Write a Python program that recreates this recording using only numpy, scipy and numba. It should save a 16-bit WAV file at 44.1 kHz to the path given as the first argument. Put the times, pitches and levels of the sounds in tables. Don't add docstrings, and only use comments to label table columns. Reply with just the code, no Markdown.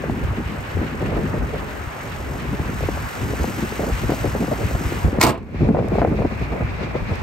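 import sys
import numpy as np
from scipy import signal
from scipy.fft import rfft, irfft, next_fast_len
from scipy.io import wavfile
from scipy.ndimage import uniform_filter1d
from numba import njit

SR = 44100
rng = np.random.default_rng(int(sys.argv[2]) if len(sys.argv) > 2 else 0)


def wrap_up_sound(samples):
    columns = np.atleast_2d(samples).T
    tamed = np.clip(columns, -1, 1)
    steps = np.round(tamed * 32767).astype(np.int16)
    wavfile.write(sys.argv[1], SR, steps)


N = 318666
LEFT_RIGHT = np.array([[1], [-1]])

# f/Hz, relative level/dB
CRACK_SPECTRUM = [(1500, 10.5), (3000, 5.5), (4500, 11), (6000, 4.5), (8500, 8), (10500, -4), (12500, 4),
                  (15500, -5), (16500, -21)]


def engine():
    # t/s, fan and intake roar level/dB, valve gear hiss level/dB
    engine_levels = [
        [(0, -37.5, -50), (1, -36, -49.5), (1.8, -36, -48.5), (2.4, -37, -46), (2.9, -35, -43.5),
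         (3.4, -35, -40.5), (4.2, -35, -40.5), (4.9, -34.5, -40.5), (5.05, -34.5, -41.5), (5.19, -37.5, -53.5)],
        [(5.3, -47.5, -60), (5.4, -41, -58), (5.5, -38, -58), (5.56, -35, -59), (5.62, -35.5, -58),
         (6.0, -33.5, -52.5), (6.35, -34.5, -53.5), (6.8, -35, -57), (7.226, -34.5, -56)],
    ]
    roar_db, valve_db = curve(engine_levels[0] + engine_levels[1])
    roar_gain = undb(roar_db + 0.13 * walk(5.8))
    return roar_gain * intake_roar() + valve_hiss(valve_db)


def intake_roar():
    # f/Hz, relative level/dB
    open_spectrum = [(150, 8), (400, -8.5), (800, 3.5), (1050, 3.5), (1500, 2.5), (2000, 0), (2500, -4),
                     (2900, -6.5), (3200, -12), (4200, -17), (6000, -28)]
    # f/Hz, relative level/dB
    shut_spectrum = [(150, 12.5), (400, 0), (800, 3), (1100, 2), (1500, -1.5), (2000, -1.5), (2400, 0),
                     (2750, -6.5), (3000, -13.5), (4200, -16), (5500, -22), (7000, -29)]
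    shut = np.arange(N) / SR > 5.25
    muffled = ports(noise(shut_spectrum), noise(shut_spectrum), -0.21)
    exposed = ports(noise(open_spectrum), noise(open_spectrum), -0.72)
    roar = np.where(shut, muffled, exposed)
    cutoffs_hz = (700, 1000, 1350, 1750, 2200, 2650, 3200)
    lows = [signal.sosfilt(signal.butter(2, hz, fs=SR, output="sos"), roar) for hz in cutoffs_hz]
    bands = np.diff([0 * roar, *lows, roar], axis=0)
    fluttering = np.zeros((2, N))
    for band in bands:
        flutter_db = 2.85 * walk(70) + 2.5 * walk(30) + 1.7 * walk(14) + 0.74 * walk(6.3)
        fluttering += undb(flutter_db) * band
    return fluttering


def valve_hiss(valve_db):
    # f/Hz, relative level/dB
    valve_spectrum = [(2500, 6), (3500, -0.5), (5000, 0.5), (6500, 1.5), (8500, -1.5), (10200, -7.5),
                      (12000, 0.5), (14000, -15.5), (15600, 2), (16100, -35)]
    firing_hz = 46.3
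    cycles = np.cumsum(firing_hz * (1 + .004 * walk(3))) / SR
    throb_db = 5.5 * np.exp(-(cycles % 1) / .4) - 2.2
    throb_db = throb_db + 1.5 * walk(60) + 1.1 * walk(12)
    hiss = ports(noise(valve_spectrum), noise(valve_spectrum), -58.0)
    return undb(valve_db + throb_db + .7 * LEFT_RIGHT) * hiss


def slam():
    # t/s, level/dB, bass weight/dB, treble level re blow/dB,
    # nominal t60/s of the panel rattle (the crack's shorter decay is scaled from it), latch ring level re blow/dB
    blows = [(5.199, -26, -9, -11, 0.12, -16), (5.206, -14.5, -17, -18, 0.13, -14),
             (5.2124, -10.5, -19, -0.5, 0.057, 4.5), (5.2155, -13, -21, 1.5, 0.032, -4),
             (5.219, -24, -15, -9, 0.074, -12), (5.2257, -11.5, -12, -4.5, 0.12, -6),
             (5.2293, -14.5, -17, 3, 0.12, 3), (5.2364, -0.5, -6, -9, 0.09, -17),
             (5.2405, -7, -1, -7, 0.065, -13), (5.2482, -1, -5, -14, 0.11, -17),
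             (5.257, -6, -12, -17, 0.1, -17), (5.266, -1, -3.5, -12, 0.14, -18),
             (5.275, -4, -5, -10, 0.08, -14), (5.283, -2.5, -4.5, -13, 0.14, -17),
             (5.292, 0.5, -5, -13, 0.15, -16), (5.298, 0.5, -4.5, -16, 0.16, -19),
             (5.308, -8, 1, -18, 0.099, -24), (5.325, -13, 3, -26, 0.12, -30),
             (5.343, -6.5, -0.5, -31, 0.14, -37), (5.376, -15, 0, -21, 0.08, -24),
             (5.43, -37, 5, -7, 0.015, -15)]
    t = np.arange(int(.3 * SR)) / SR
    out = np.zeros((2, N))
    for s, db, weight_db, treble_db, rattle_t60, latch_db in blows:
        boom = undb([[-1.2], [1.2]]) * panel(t, weight_db, rattle_t60)
        add(out, s, undb(db) * (boom + crack(t, treble_db, rattle_t60) + latch(t, latch_db)))
    return out


def panel(t, weight_db, rattle_t60):
    # f/Hz, bandwidth/Hz, relative level/dB
    hood_modes = [(70, 28, 7), (124, 32, 5), (266, 68, 13), (377, 37, 7), (472, 60, 5.5), (660, 62, 3.5),
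                  (858, 25, -1.5), (1020, 75, 5), (1260, 110, -3.5), (1371, 54, -9), (1610, 32, -13),
                  (1866, 50, -11.5), (2240, 110, -8.5), (2660, 410, -12)]
    f = np.geomspace(40, 4000, 400)
    power, ring = np.zeros(len(f)), np.zeros(len(t))
    for hz, width_hz, mode_db in hood_modes:
        gain = undb(mode_db + weight_db * (hz < 550))
        power += gain ** 2 / (1 + (2 * (f - hz) / width_hz) ** 2)
        phase = 2 * np.pi * (hz * t + 0.43 * rng.random())
        ring += gain * np.sin(phase) * np.exp(-np.pi * width_hz * t)
    response = list(zip(f, 10 * np.log10(power)))
    rattle = ports(noise(response, count=len(t)), noise(response, count=len(t)), -7.0)
    rattle = rattle * np.minimum(t / 0.0094, 1) * undb(-60 * t / max(rattle_t60, .01))
    return rattle + undb(-7.5) * ring * np.minimum(t / 0.00092, 1)


def crack(t, treble_db, rattle_t60):
    clatter_db, clatter_s = 1.5, 0.0017
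    strike_db, strike_s = 4, 0.0021
    knocks_db = clatter_db * np.interp(t, np.arange(300) * clatter_s, rng.standard_normal(300)) - 3
    decay_db = -60 * t / max(0.71 * rattle_t60, .01)
    level_db = treble_db + knocks_db + strike_db * np.exp(-t / strike_s) + decay_db
    burst = ports(noise(CRACK_SPECTRUM, count=len(t)), noise(CRACK_SPECTRUM, count=len(t)), -3.5)
    return burst * np.minimum(t / 0.00037, 1) * undb(level_db)


def latch(t, latch_db):
    # f/Hz, relative level/dB, t60/s
    latch_modes = [(1376, -10, 0.11), (1890, -6.5, 0.055), (2200, -4.5, 0.046), (2480, -3.5, .03),
                   (3800, -11, .06), (4160, -7.5, .03), (4840, -9.5, 0.056), (5710, -10, 0.076),
                   (6840, -8, 0.044), (8450, -12, 0.024)]
    ring = np.zeros(len(t))
    for hz, mode_db, ring_s in latch_modes:
        turn, size = rng.random(2)
        level_db = latch_db + mode_db + 3.9 * (size - 1.0) - 60 * t / ring_s
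        ring += undb(level_db) * np.sin(2 * np.pi * (hz * t + turn))
    return ring * np.minimum(t / .0006, 1)


def cooling_ticks():
    # t/s, initial level/dB
    tick_times = [(5.885, -34), (5.957, -41), (7.156, -39)]
    t = np.arange(int(.3 * SR)) / SR
    out = np.zeros((2, N))
    for s, db in tick_times:
        burst = ports(noise(CRACK_SPECTRUM, count=len(t)), noise(CRACK_SPECTRUM, count=len(t)), 1)
        add(out, s, undb(db - 60 * t / 0.0071) * burst)
    return out


def wind():
    out = buffeting() + eddies()
    return out + .03 * LEFT_RIGHT * out.mean(axis=0)


def buffeting():
    # t/s, rumble level/dB, thump level/dB, flutter level/dB
    wind_levels = [(0.0, -32.5, -36, -40), (0.32, -30.5, -36.5, -44.5), (0.65, -35.5, -39, -40.5),
                   (1.22, -26.5, -30.5, -36.5), (1.93, -35.5, -40.5, -43), (2.37, -31.5, -33, -37.5),
                   (2.63, -29, -33.5, -45), (3.05, -28, -35.5, -45), (3.14, -42, -52, -47),
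                   (3.22, -27, -33, -39), (3.36, -30, -37, -42), (5.11, -28.5, -32, -39.5),
                   (5.18, -32, -35, -31), (5.42, -20.5, -23, -44), (5.5, -27.5, -32, -41),
                   (5.58, -25, -31.5, -42), (5.66, -29, -25, -26.5), (5.73, -26, -27, -30),
                   (5.8, -23, -25, -28), (5.88, -24, -24.5, -30), (5.96, -24, -30, -28),
                   (6.09, -24, -20.5, -29), (6.2, -20.5, -23.5, -33), (6.29, -28, -37, -44),
                   (6.56, -31, -32, -46), (6.88, -31, -39, -45), (7.22, -31, -45, -42.5)]
    # start t/s, length/s, thump level/dB, flutter level/dB
    flurry_bursts = [(0.032, 0.22, -28, -46), (0.371, 0.048, -25.5, -55), (0.492, 0.07, -28, -49),
                     (0.76, 0.12, -29, -44), (0.915, 0.05, -28, -51), (1.008, 0.2, -28, -32.5),
                     (1.23, 0.048, -28.5, -49), (1.33, 0.06, -28, -31), (1.416, 0.03, -24.5, -38),
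                     (1.525, 0.048, -29, -32), (2.49, 0.064, -35, -51), (2.678, 0.031, -29, -45),
                     (2.819, 0.021, -21, -49), (3.214, 0.14, -27.5, -46), (3.398, 0.12, -26.5, -35.5),
                     (3.567, 0.042, -26, -48), (3.62, 0.038, -24, -49), (3.792, 0.065, -28, -30),
                     (3.859, 0.052, -26.5, -31.5), (4.026, 0.03, -27.5, -40), (4.087, 0.062, -24, -30.5),
                     (4.235, 0.051, -31, -29), (4.344, 0.029, -23, -29), (4.394, 0.056, -21.5, -32),
                     (4.473, 0.026, -27, -33), (4.513, 0.026, -21.5, -22.5), (4.58, 0.076, -31, -31),
                     (4.708, 0.17, -36, -40), (4.883, 0.058, -34, -49), (5.041, 0.055, -20, -39),
                     (5.121, 0.099, -32, -38), (5.61, 0.032, -14, -34), (5.683, 0.039, -11, -25),
                     (5.74, 0.025, -19, -24.5), (5.78, 0.04, -22.5, -21), (5.842, 0.014, -21, -29),
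                     (5.92, 0.037, -21, -24), (5.974, 0.024, -21, -24), (6.006, 0.045, -23, -26),
                     (6.108, 0.028, -16.5, -27), (6.188, 0.057, -31, -27), (6.246, .018, -14, -19),
                     (6.305, 0.033, -21.5, -46), (6.406, 0.029, -26, -35), (6.507, 0.13, -35, -32),
                     (6.802, 0.082, -32, -33.5), (6.946, 0.022, -33, -22.5), (7.09, 0.048, -28.5, -41)]
    # start t/s, length/s, rumble level/dB
    swell_bursts = [(0.081, 0.058, -23.5), (0.227, 0.032, -18.5), (0.278, 0.052, -24),
                    (0.456, 0.024, -21.5), (0.58, 0.028, -24.5), (0.742, 0.075, -22), (1.002, 0.071, -20),
                    (1.056, 0.048, -20.5), (1.126, 0.083, -20.5), (1.35, 0.065, -23), (1.411, 0.046, -23),
                    (1.533, 0.058, -28), (1.865, 0.026, -25.5), (2.34, 0.024, -34), (2.47, 0.1, -26),
                    (2.592, .035, -18.5), (2.652, .03, -23), (2.823, 0.043, -21), (3.054, 0.026, -27),
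                    (3.213, 0.048, -21.5), (3.4, 0.037, -19), (3.804, 0.047, -28), (3.91, 0.04, -19.5),
                    (4.018, 0.09, -20), (4.192, 0.039, -22.5), (4.255, .04, -20.5), (4.326, 0.048, -26),
                    (4.44, 0.039, -34), (4.631, 0.035, -20), (4.731, 0.03, -16), (4.849, 0.026, -13.5),
                    (5.036, 0.047, -12), (5.172, 0.035, -23), (5.593, 0.095, -18.5), (5.718, 0.044, -23),
                    (5.79, 0.033, -18), (5.847, 0.1, -23), (5.987, 0.031, -18), (6.072, .04, -20),
                    (6.188, .035, -22.5), (6.253, 0.027, -20), (6.395, 0.051, -23), (6.503, 0.038, -26),
                    (6.616, 0.043, -19), (7.011, 0.032, -19.5), (7.106, 0.032, -22)]
    swell_edge_s, flurry_edge_s = 0.0093, 0.0091
    rumble_db, thump_db, flutter_db = curve(wind_levels)
    rumble_db = bursts(rumble_db, swell_bursts, swell_edge_s)
    thump_db = bursts(thump_db, [row[:3] for row in flurry_bursts], flurry_edge_s)
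    flutter_rows = [(s, length, db) for s, length, _, db in flurry_bursts]
    flutter_db = bursts(flutter_db, flutter_rows, flurry_edge_s)
    flurry = walk(35)
    # spectrum (f/Hz, level/dB), level/dB, level of the opposed part/dB, levelling span/s
    sizes = [
        ([(38, 7.6), (60, 17.6), (100, 14.4), (140, 9.4)],
         rumble_db + 2.74 * walk(11) + 1.3 * flurry, -10.5, .025),
        ([(150, 11.05), (250, 9.5), (400, 2.6)],
         thump_db + 2.36 * walk(25) + 2.2 * flurry, -14, .01),
        ([(400, 3.0), (600, 1.5), (900, -10.0), (1400, -22.5)],
         flutter_db + 5.45 * walk(60) + 1.9 * flurry, -4, .005)]
    out = np.zeros((2, N))
    for spectrum, db, side_db, span_s in sizes:
        out += undb(db) * ports(even(noise(spectrum), span_s), noise(spectrum), side_db)
    return out * undb(LEFT_RIGHT * 0.9 * walk(29))


def eddies():
    # arrival t/s, nominal pulse level/dB, nominal f/Hz,
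    # nominal level of the ragged edge/dB
    eddy_arrivals = [(0.036, -19, 301, -19.5), (0.095, -7, 221, -16.5), (0.369, -19, 226, -28),
                     (0.768, -18, 292, -24.5), (0.814, -17, 288, -35), (1.022, -13.5, 323, -25),
                     (1.09, -22, 300, -35), (1.125, -20, 350, -27), (1.164, -17, 433, -29),
                     (1.338, -13.5, 256, -27), (1.538, -22, 305, -25), (2.528, -13.5, 263, -28),
                     (2.54, -14, 260, -32), (2.593, -17, 332, -22), (2.612, -20, 251, -29),
                     (2.692, -22, 298, -37), (2.805, -19, 520, -35), (2.826, -18, 412, -41),
                     (2.834, -17, 480, -31), (2.885, -11, 380, -17.5), (2.972, -23, 575, -28),
                     (3.302, -14, 222, -29), (3.332, -21, 226, -21.5), (3.396, -20, 234, -23),
                     (3.44, -15, 330, -18), (3.476, -16, 330, -33), (3.624, -11, 223, -35),
                     (3.721, -16.5, 394, -31), (3.791, -22, 330, -19.5), (3.868, -18.5, 317, -32),
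                     (4.037, -13.5, 220, -36), (4.091, -9.5, 300, -17.5), (4.1, -16, 396, -20),
                     (4.118, -10.5, 367, -17.5), (4.134, -24, 397, -22), (4.241, -15.5, 396, -20),
                     (4.255, -19, 395, -23), (4.27, -19, 300, -28), (4.348, -14.5, 450, -27),
                     (4.409, -21, 345, -24), (4.424, -16, 463, -26), (4.441, -18, 298, -21),
                     (4.478, -16, 347, -23), (4.511, -20, 220, -17), (4.534, -22, 330, -24),
                     (4.709, -16.5, 350, -22), (4.748, -20, 322, -18.5), (4.808, -14, 260, -35),
                     (4.919, -12.5, 392, -36), (5.044, -7.5, 235, -34), (5.065, -19, 258, -33),
                     (5.084, -13, 300, -32), (5.127, -13, 260, -35), (5.183, -5.5, 227, -19),
                     (5.434, -15, 220, -33), (5.487, -18, 260, -30), (5.543, -9.5, 260, -31),
                     (5.556, -20, 300, -30), (5.605, -11, 278, -22), (5.63, -6.5, 260, -27),
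                     (5.686, -8, 300, -18), (5.745, -11, 590, -15), (5.767, -8, 435, -16),
                     (5.787, -9.5, 520, -21), (5.81, -18, 450, -22), (5.823, -12, 480, -29),
                     (5.842, -10, 377, -30), (5.877, -16, 524, -31), (5.917, -8, 350, -22),
                     (5.952, -11, 573, -24), (5.982, -11.5, 430, -16), (5.991, -15, 477, -23),
                     (6.014, -17, 392, -7), (6.021, -13, 535, -10), (6.027, -9, 423, -14),
                     (6.046, -6, 520, -6), (6.072, -22, 450, -16), (6.12, -14, 300, -21),
                     (6.187, -15, 546, -24), (6.218, -14, 530, -18), (6.247, -10, 350, -17),
                     (6.309, -18, 288, -27), (6.411, -16, 221, -28), (6.521, -18.5, 455, -22),
                     (6.605, -12, 220, -21), (6.95, -16, 317, -20.5)]
    build_s, fade_s = 0.00204, 0.0068
    start, end, sag_s = 1.502, 0.403, 0.0046
    snap_db, snap_hz, snap_s = 3, 693, 0.0015
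    edge_spectrum = [(450, 8.5), (800, -6.0), (1200, -8.5), (2000, -15.0), (2800, -33)]
    t = np.arange(int(.08 * SR)) / SR
    sagging_t = end * t + (start - end) * sag_s * (1 - np.exp(-t / sag_s))
    pulse_envelope = np.minimum(t / 0.001, 1) * np.exp(-t / fade_s)
    edge_envelope = np.minimum(t / 0.0012, 1) * np.exp(-t / 0.0051)
    snap_envelope = t / snap_s * np.exp(1 - t / snap_s) / 2
    snap = undb(snap_db) * np.sin(2 * np.pi * snap_hz * t) * snap_envelope
    out = np.zeros((2, N))
    for s, peak_db, hz, edge_db in eddy_arrivals:
        sign = np.sign(rng.random() - .5)
        pulse = sign * np.sin(2 * np.pi * hz * sagging_t) * pulse_envelope
        edge = noise(edge_spectrum, count=len(t)) * edge_envelope + sign * snap
        lean = undb(LEFT_RIGHT * 1.1 * (rng.random() + 0.55))
        add(out, s + build_s, (undb(peak_db) * pulse + undb(edge_db) * edge) * lean)
    return out


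def undb(db):
    return 10 ** (np.asarray(db) / 20)


def curve(rows):
    s, *columns = np.transpose(rows)
    return [np.interp(np.arange(N) / SR, s, c) for c in columns]


def noise(points, count=N):
    (lo, lo_db), (hi, hi_db) = points[0], points[-1]
    hz, db = np.transpose([(lo / 16, lo_db - 80), *points, (hi * 16, hi_db - 100)])
    size = next_fast_len(count)
    f = np.maximum(np.arange(size // 2 + 1) * SR / size, 1)
    gain = undb(np.interp(np.log(f), np.log(hz), db))
    x = irfft(rfft(rng.standard_normal(size)) * gain, size)[:count]
    return x / x.std()


def walk(rate):
    k = int(SR / rate)
    steps = np.repeat(rng.standard_normal(N // k + 1), k)
    return 0.71 * uniform_filter1d(uniform_filter1d(steps, k), k)[:N]


def ports(common, apart, side_db):
    return common + undb(side_db) * apart * LEFT_RIGHT


def add(out, s, x):
    i = int(s * SR)
    out[..., i:i + x.shape[-1]] += x[..., :N - i]


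def bursts(steady_db, rows, edge_s):
    t, power = np.arange(N) / SR, undb(steady_db) ** 2
    for s, length, db in rows:
        begin, end = s - edge_s, s + length + edge_s
        i, j = max(int(begin * SR), 0), int(end * SR)
        nearest_end = np.minimum(t[i:j] - begin, end - t[i:j])
        ramp = np.clip(nearest_end / (2 * edge_s), 0, 1)
        power[i:j] += (undb(db) * ramp ** 2) ** 2
    return 10 * np.log10(power)


def even(x, span_s):
    evenness = 0.19
    x = x / uniform_filter1d(x ** 2, int(span_s * SR)) ** (evenness / 2)
    return x / x.std()


@njit
def follow(x, attack, release):
    e, y = 1e-6, np.empty(len(x))
    for i in range(len(x)):
        e += (x[i] - e) * (attack if x[i] > e else release)
        y[i] = e
    return y


def scene():
    # f/Hz, lead/rad
    port_phase = [(0, 0), (900, 0.84), (2500, 0.45), (7400, 1.52), (8700, -1), (15800, -10.5),
                  (22050, -23.6)]
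    hz, lead = np.transpose(port_phase)
    size = next_fast_len(N + 512)
    f = np.arange(size // 2 + 1) * SR / size
    turn = np.interp(f, hz, lead) * .5 * LEFT_RIGHT
    mix = engine() + slam() + cooling_ticks() + wind()
    return irfft(rfft(mix, size) * np.exp(1j * turn), size)[:, :N]


def record(dry):
    top_hz = 16600
    dry = signal.sosfilt(signal.butter(2, 35, "high", fs=SR, output="sos"), dry)
    peak = follow(np.abs(dry).max(axis=0), 1 / (0.0018 * SR), 1 / (0.044 * SR))
    lagging = follow(peak, 1 / (.07 * SR), 1 / (.07 * SR))
    loudness = follow(lagging, 1 / (.07 * SR), 1 / (.06 * SR))
    limiter_gain = np.minimum(undb(-7.5) / peak, 1) ** 0.85
    slow_gain = np.minimum(undb(-11.5) / loudness, 1) ** 1.03
    saturated = np.tanh(dry * limiter_gain * slow_gain)
    return signal.sosfilt(signal.ellip(10, .2, 80, top_hz, fs=SR, output="sos"), saturated)


dry = scene()
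out = record(dry)
wrap_up_sound(out)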